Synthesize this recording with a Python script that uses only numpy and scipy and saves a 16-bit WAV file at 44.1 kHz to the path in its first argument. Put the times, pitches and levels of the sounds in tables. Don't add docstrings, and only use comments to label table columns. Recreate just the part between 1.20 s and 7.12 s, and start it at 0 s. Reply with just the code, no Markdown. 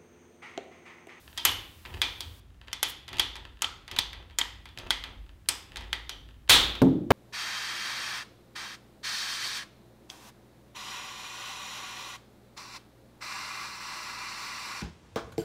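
import sys
import numpy as np
from scipy import signal
from scipy.fft import rfft, irfft, next_fast_len
from scipy.io import wavfile

SR = 44100
rng = np.random.default_rng(int(sys.argv[2]) if len(sys.argv) > 2 else 0)


def wrap_up_sound(samples):
    columns = np.atleast_2d(samples).T
    tamed = np.clip(columns, -1, 1)
    steps = np.round(tamed * 32767).astype(np.int16)
    wavfile.write(sys.argv[1], SR, steps)


N = 261072
T = np.arange(N) / SR
AGE = T[:SR // 2]

# start_s, ring_db, crack_re_ring_db, crack_hz, room_db, sing_hz
RELEASES = [(0.1791, -28, -8.5, 5100, -3.5, 3300), (0.2511, -16, 7.5, 11700, -1, 2950),
            (0.2931, -23.5, -17, 5000, -10, 2870), (1.530, -27, -1, 5560, -6.5, 3400),
            (1.6291, -19.5, 3.5, 11000, -3.5, 3300), (2.4202, -23, 2, 6760, -3, 1360),
            (2.4442, -20, -18.5, 6760, -14.5, 3200), (3.1861, -22, 4.5, 7300, -3, 1980),
            (3.2137, -17, -19, 6800, -19.5, 3250), (4.2874, -22.5, 9.5, 8700, -2, 4960)]
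# clack_s, ring_db, room_db, swing_s, rub_db, sway_db, sway_hz,
# housing_re_ring_db, sing_hz
STROKES = [(0.8169, -18, -1.5, .165, -50.5, -35, 78.6, -5, 2400),
           (1.9961, -9, -11, .085, -44.5, -39.5, 62, -5.5, 3450),
           (2.7874, -10, -12, 0.078, -43, -39.5, 58, -8, 3500),
           (3.7056, -15, -7.5, .135, -46.5, -36, 45, -5, 2070),
           (4.7295, -24, -7, 0.23, -57, -36.5, 55.3, 0.5, 1994)]
# start_s, level_db, t60_s
TEARS = [(5.2904, -35.5, 0.038), (5.2952, 2, 0.045), (5.302, -6, 0.026), (5.32, -9, 0.24)]
# pitch_hz, level_db, t60_s
STEEL_MODES = [(983, -6.5, 0.025), (1988, -6, 0.082), (3170, 1.5, 0.2), (3500, 2.5, 0.52), (4960, -2.5, .2),
               (6270, -7.5, .1), (8440, -7, 0.2), (9000, -8.5, .16), (11700, -25, 0.22)]
# freq_hz, level_db
HOUSING_SPECTRUM = [(60, -3.5), (150, -7.5), (300, -3.5), (450, -5.5), (620, -8), (800, -1), (1000, 0.5),
                    (1700, 3.5), (2300, 5.5), (3200, 5), (4500, -7), (8000, -37.5)]

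CATCH_CRACK_DB = -6.5
RING_SCATTER = .025


def ratchet():
    # freq_hz, gain_db
    direct_eq = [(150, -0.5), (450, -6.5), (900, 2.5), (2000, -0.5), (3500, -2)]
    near, far = np.sum([pawl(), catch(), teeth(), linkage()], axis=0)
    return colour(near, direct_eq), far


def pawl(ring_hz=3250):
    near, far = np.zeros((2, N))
    for s, db, crack_db, crack_hz, room_db, sing_hz in RELEASES:
        hz = ring_hz * (1 + RING_SCATTER * rng.standard_normal())
        housing_db = -4 + 0.23 * crack_db
        add(near, s, undb(db) * click(housing_db, crack_db, hz, crack_hz, t60s=(0.015, 0.023, 0.025)))
        spread = radiated(housing_db, crack_db - 11.5, hz, crack_hz, width_hz=3100)
        add(far, s, undb(db + room_db) * (spread + undb(housing_db) * singing(sing_hz)))
    return near, far


def catch(ring_hz=3329, crack_hz=4500):
    near, far = np.zeros((2, N))
    for s, db, room_db, *_, housing_db, sing_hz in STROKES:
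        hz = ring_hz * (1 + RING_SCATTER * rng.standard_normal())
        clack = click(housing_db, CATCH_CRACK_DB, hz, crack_hz, t60s=(0.012, 0.016, 0.023))
        add(near, s, undb(db) * clack)
        spread = radiated(housing_db, CATCH_CRACK_DB - 5.5, hz, crack_hz, width_hz=1530)
        add(far, s, undb(db + room_db) * (spread + undb(housing_db) * singing(sing_hz)))
    return near, far


def teeth():
    near, far = np.zeros((2, N))
    catches = [(s, db, CATCH_CRACK_DB) for s, db, *_ in STROKES]
    for s, db, crack_db, *_ in RELEASES + catches:
        add(near, s - .005, undb(db - 32) * crack(t60_s=0.097, hz=3700))
        add(near, s, undb(db + .5 * crack_db - 21) * modes(STEEL_MODES, spread_db=3))
    return near, far


def linkage(near_db=-10, room_db=-9, crack_hz=4600):
    # start_s, level_db, hardness_db
    ticks = [(0.176, -30, 7.5), (0.652, -29.5, -10.5), (1.0064, -30, 7.5), (1.4362, -49.5, -18),
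             (1.4737, -41, -7), (1.8802, -30, -2), (1.8894, -41, 4.5), (1.9301, -28.5, -1.5),
             (1.9689, -34.5, 0), (1.9844, -26, 0.5), (2.155, -31, -0.5), (2.1653, -38, 2),
             (2.679, -31, -1.5), (2.7138, -30, 3.5), (2.7634, -23, -1), (2.9309, -30, -3),
             (3.1086, -42.5, -6.5), (3.456, -33, -4), (3.4892, -44, -0.5), (3.5865, -37.5, 7),
             (3.8385, -24.5, -3.5), (4.5588, -27.5, -2.5), (4.5699, -31.5, 4), (4.6086, -33.5, -4),
             (4.8941, -27, 4), (5.553, -26, -5)]
    near, far = np.zeros((2, N))
    for s, db, hard_db in ticks:
        crack_db = -2 + 0.35 * hard_db
        tick = click(-hard_db, crack_db, ring_hz=3580, crack_hz=crack_hz, t60s=(0.0039, 0.03, 0.022))
        add(near, s, undb(db + hard_db + near_db) * tick)
        spread = radiated(-hard_db, crack_db - 8.5, ring_hz=3400, crack_hz=crack_hz, width_hz=1200)
        add(far, s, undb(db + hard_db + room_db) * spread)
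    return near, far


def click(housing_db, crack_db, ring_hz, crack_hz, t60s):
    ring_t60_s, housing_t60_s, crack_t60_s = t60s
    pair = np.sin(2 * np.pi * ring_hz * AGE) + 0.41 * np.sin(2 * np.pi * ring_hz * 1.09 * AGE)
    ring = blow(pair * fade(ring_t60_s) * (1 - fade(0.0021)))
    knock = undb(housing_db) * burst(housing_t60_s, HOUSING_SPECTRUM)
    return ring + knock + undb(crack_db) * crack(crack_t60_s, crack_hz)


def crack(t60_s, hz):
    # freq_hz, level_db
    spectrum = [(1500, -39), (3500, 2), (4600, 1.5), (6500, 3), (9000, -2), (12000, -1.5), (15000, -13.5)]
    noise = burst(t60_s, spectrum)
    return blow(noise + 2.2 * resonance(noise, hz, width_hz=810))


def radiated(housing_db, crack_db, ring_hz, crack_hz, width_hz):
    ring = blow(resonance(resonance(push(0), ring_hz, width_hz), ring_hz, width_hz))
    parts = [ring, undb(housing_db) * burst(0, HOUSING_SPECTRUM), undb(crack_db) * crack(0, crack_hz)]
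    power = np.sum(np.abs(rfft(parts)) ** 2, axis=0)
    hz = np.fft.rfftfreq(len(AGE), 1 / SR)
    centres_hz = np.array(STEEL_MODES)[:, 0] * (1 + .04 * rng.standard_normal(len(STEEL_MODES)))
    peaks = sum(3.2 * rng.exponential() / (1 + ((hz - f) / (55 + .003 * f)) ** 2) for f in centres_hz)
    level_db = 10 * np.log10(power * (1.006 + peaks))
    return colour(push(0), np.transpose([hz, level_db])[1:])


def singing(hz):
    return undb(-1.5) * blow(resonance(push(0), hz, width_hz=180))


def snap():
    # freq_hz, level_db
    fracture = [(60, -5.5), (150, -9.5), (300, -12.5), (600, -14.5), (1000, -5.5), (2000, -1), (2800, 0.5),
                (4300, 0), (5500, -6.5), (9000, -10), (12000, -20), (15000, -20)]
    jaws = [(2200, -30.5), (3000, -4.0), (3550, 3.5), (4200, -6.0), (5200, -34.5)]
    near, far = np.zeros((2, N))
    for s, db, t60_s in TEARS:
        add(near, s, undb(db) * (burst(t60_s, fracture) + undb(-5) * burst(t60_s, jaws)))
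    hz = np.geomspace(60, 15000, 80)
    power = undb(along(fracture, hz)) ** 2 + undb(along(jaws, hz) + 8.5) ** 2
    main_s = max(TEARS, key=lambda tear: tear[1])[0]
    add(far, main_s, undb(5.5) * burst(0, np.transpose([hz, 10 * np.log10(power)])))
    return near, far


def offcut():
    # start_s, level_db, corner_hz, t60_s, room_db
    landings = [(5.618, -4, 326, 0.03, -4.5), (5.905, -1.5, 1110, 0.026, -2)]
    # pitch_hz, level_db, t60_s
    boom = [(120.4, -1, 0.18), (134, 1.5, 0.28), (183, 1, 0.48), (264.7, 7, 0.44), (430, -1, .3),
            (480.5, -14, 0.29), (617, -12, 0.26)]
    near, far = np.zeros((2, N))
    for s, db, hz, t60_s, room_db in landings:
        contact = [(hz / 8, -26), (hz / 2.6, 0), (hz, 0), (hz * 1.27, -13), (hz * 5, -35), (hz * 30, -50)]
        add(near, s, undb(db) * (undb(-3) * burst(t60_s, contact) + undb(1.5) * modes(boom)))
        add(far, s, undb(db + room_db) * burst(0, contact))
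    return near, far


def handling(take_up_s, rub_share=0.83, creak_s=.22):
    # freq_hz, level_db
    rub_eq = [(60, 17.5), (150, 9.5), (400, 3), (1000, 2.5), (2200, -5), (3500, -2.5), (5000, -35),
              (9000, -37), (15000, -34.5)]
    rattle_eq = [(500, -10.5), (2200, 1), (3400, -2), (5000, -14), (15000, -28)]
    creak_eq = [(500, -10.5), (1300, 4), (2300, -5.5), (3400, -0.5), (5000, -17.5), (15000, -35)]
    swings = [(s - swing_s, s - swing_s * (1 - rub_share), db) for s, _, _, swing_s, db, *_ in STROKES]
    take_ups = [(s + take_up_s, s + take_up_s + 0.074, -57) for s, *_ in STROKES]
    loads = [(s - creak_s, s, -65) for s, *_ in RELEASES + TEARS[:1]]
    rattle = undb(-4.5) * slips(swings, rattle_eq, rate_hz=90)
    creak = slips(loads, creak_eq, rate_hz=30)
    chatter = push(t60_s=.012)
    loose = signal.fftconvolve(rattle + creak, chatter / np.linalg.norm(chatter))[:N]
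    return slips(swings + take_ups, rub_eq, rate_hz=900) + loose


def crackle():
    # start_s, end_s, level_db
    spans = [(0.262, 0.32, -53), (1.668, 1.72, -46), (5.32, 5.42, -51)]
    return slips(spans, [(2000, -29.5), (7000, -6.5), (11000, 0.5), (15000, -4.5)], rate_hz=1000)


def slips(spans, spectrum, rate_hz):
    effort = sum(undb(db) * np.interp(T, [start - .01, start + .01, end - .01, end + .01], [0, 1, 1, 0])
                 for start, end, db in spans)
    sizes = rng.standard_normal(N) * undb(3 * np.minimum(rng.exponential(size=N), 3))
    slipping = rng.random(N) < rate_hz / SR
    return effort * unit(colour(slipping * sizes, spectrum))


def bench(take_up_s, lag_s=0.056):
    out = np.zeros(N)
    add(out, RELEASES[1][0], undb(-37.5) * sway(sway_hz=85))
    for s, _, _, swing_s, _, db, hz, *_ in STROKES:
        add(out, s - swing_s + lag_s, undb(db + 0.5) * sway(hz))
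        add(out, s + take_up_s + lag_s, undb(db - 3.5) * sway(hz))
    add(out, TEARS[0][0], undb(-29.5) * sway(sway_hz=60))
    return out


def sway(sway_hz, db_per_octave=-20):
    # pitch_hz, level_db, t60_s
    frame = [(45, -1.5, 0.85), (55, -0.5, 1.7), (77, 6, 0.35), (100, 1.5, .7)]
    out, t = 0, T[:2 * SR]
    for hz, db, t60_s in frame:
        waver = np.cumsum(rng.standard_normal(len(t))) * np.sqrt(12 / SR)
        gain = undb(db + db_per_octave * abs(np.log2(hz / sway_hz)))
        envelope = fade(t60_s, t) * (1 - fade(0.18, t))
        out = out + gain * envelope * np.sin(2 * np.pi * hz * t + waver)
    return out


def room(x, wet_db):
    # freq_hz, t60_s
    decay = [(100, 0.89), (300, 0.81), (800, 0.56), (2000, 0.48), (3500, 0.53), (5500, 0.42), (9000, 0.34),
             (14000, 0.48)]
    centres_hz, t60s = np.transpose(decay)
    t = T[:SR]
    hz = np.fft.rfftfreq(SR, 1 / SR)
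    noise = rfft(rng.standard_normal(SR))
    bands = [irfft(noise * along(list(zip(centres_hz, share)), hz)) for share in np.eye(len(t60s))]
    tail = sum(band * fade(t60_s, t) for band, t60_s in zip(bands, t60s))
    tail = tail * (1 + .5 * fade(0.24, t)) * (1 - fade(0.023, t))
    tail = colour(tail, [(100, -1), (500, 7), (1500, 1.5), (3500, -3), (7000, -0.5), (14000, -4.5)])
    return undb(wet_db) * signal.fftconvolve(x, tail / np.linalg.norm(tail))[:N]


def air():
    # freq_hz, level_db
    spectrum = [(18, -32), (30, -8), (77, 0), (164, -15.5), (307, -18), (492, -27.5), (2300, -34.5),
                (3400, -39.5), (4540, -42), (15500, -50)]
    return undb(-55) * unit(colour(rng.standard_normal(N), spectrum))


def burst(t60_s, spectrum):
    return blow(colour(push(t60_s), spectrum))


def modes(table, spread_db=0):
    return blow(sum(undb(db + spread_db * rng.standard_normal()) * fade(t60_s)
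                    * np.sin(2 * np.pi * hz * AGE) for hz, db, t60_s in table))


def push(t60_s):
    if t60_s == 0:
        return signal.unit_impulse(len(AGE))
    return rng.standard_normal(len(AGE)) * fade(t60_s)


def resonance(x, hz, width_hz):
    return signal.lfilter(*signal.iirpeak(hz, hz / width_hz, fs=SR), x)


def colour(x, points):
    size = next_fast_len(2 * len(x), real=True)
    size += size % 2
    gain = undb(along(points, np.fft.rfftfreq(size, 1 / SR)))
    cepstrum = irfft(np.log(gain))
    cepstrum[1:size // 2] *= 2
    cepstrum[size // 2 + 1:] = 0
    return irfft(rfft(x, size) * np.exp(rfft(cepstrum)))[:len(x)]


def along(points, hz):
    freq_hz, value = np.transpose(points)
    return np.interp(np.log(np.maximum(hz, 1)), np.log(freq_hz), value)


def fade(t60_s, t=AGE):
    return np.exp(-np.log(1000) * t / t60_s)


def undb(db):
    return 10 ** (np.asarray(db) / 20)


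def unit(x):
    return x / np.sqrt(np.mean(x ** 2))


def blow(x):
    return x / np.sqrt(np.sum(x ** 2) / (.004 * SR))


def add(track, start_s, sound):
    i = int(np.clip(start_s * SR, 0, N - 1))
    track[i:i + len(sound)] += sound[:N - i]


def scene():
    take_up_s = .16
    near, far = np.sum([ratchet(), snap(), offcut()], axis=0)
    rub = handling(take_up_s)
    direct = near + rub + crackle() + air()
    reverb = room(far + undb(-1.5) * rub, wet_db=-4.5)
    return (direct + reverb + bench(take_up_s))[None]


def record(dry, low_cut_hz=25, top_hz=15650):
    # start_s, ceiling_change_db, hiss_db
    spells = [(0, 0, -59), (1.201, -3, -98.5), (3.4, -1.5, -76.5)]
    starts_s, ceiling_change_db, hiss_db = np.transpose(spells)
    step = np.searchsorted(starts_s[1:], T)
    ceiling = 0.31 * undb(ceiling_change_db[step])
    clipped = dry / (1 + (dry / ceiling) ** 6) ** (1 / 6)
    hiss_eq = [(200, 4.5), (3500, 1.5), (7000, -3.0), (15000, -1.5)]
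    hiss = undb(hiss_db[step]) * unit(colour(rng.standard_normal(N), hiss_eq))
    highpass = signal.butter(4, low_cut_hz, "high", fs=SR, output="sos")
    lowpass = signal.ellip(8, .2, 80, top_hz, fs=SR, output="sos")
    return signal.sosfilt(lowpass, signal.sosfilt(highpass, clipped + hiss))


dry = scene()
out = record(dry)
wrap_up_sound(out)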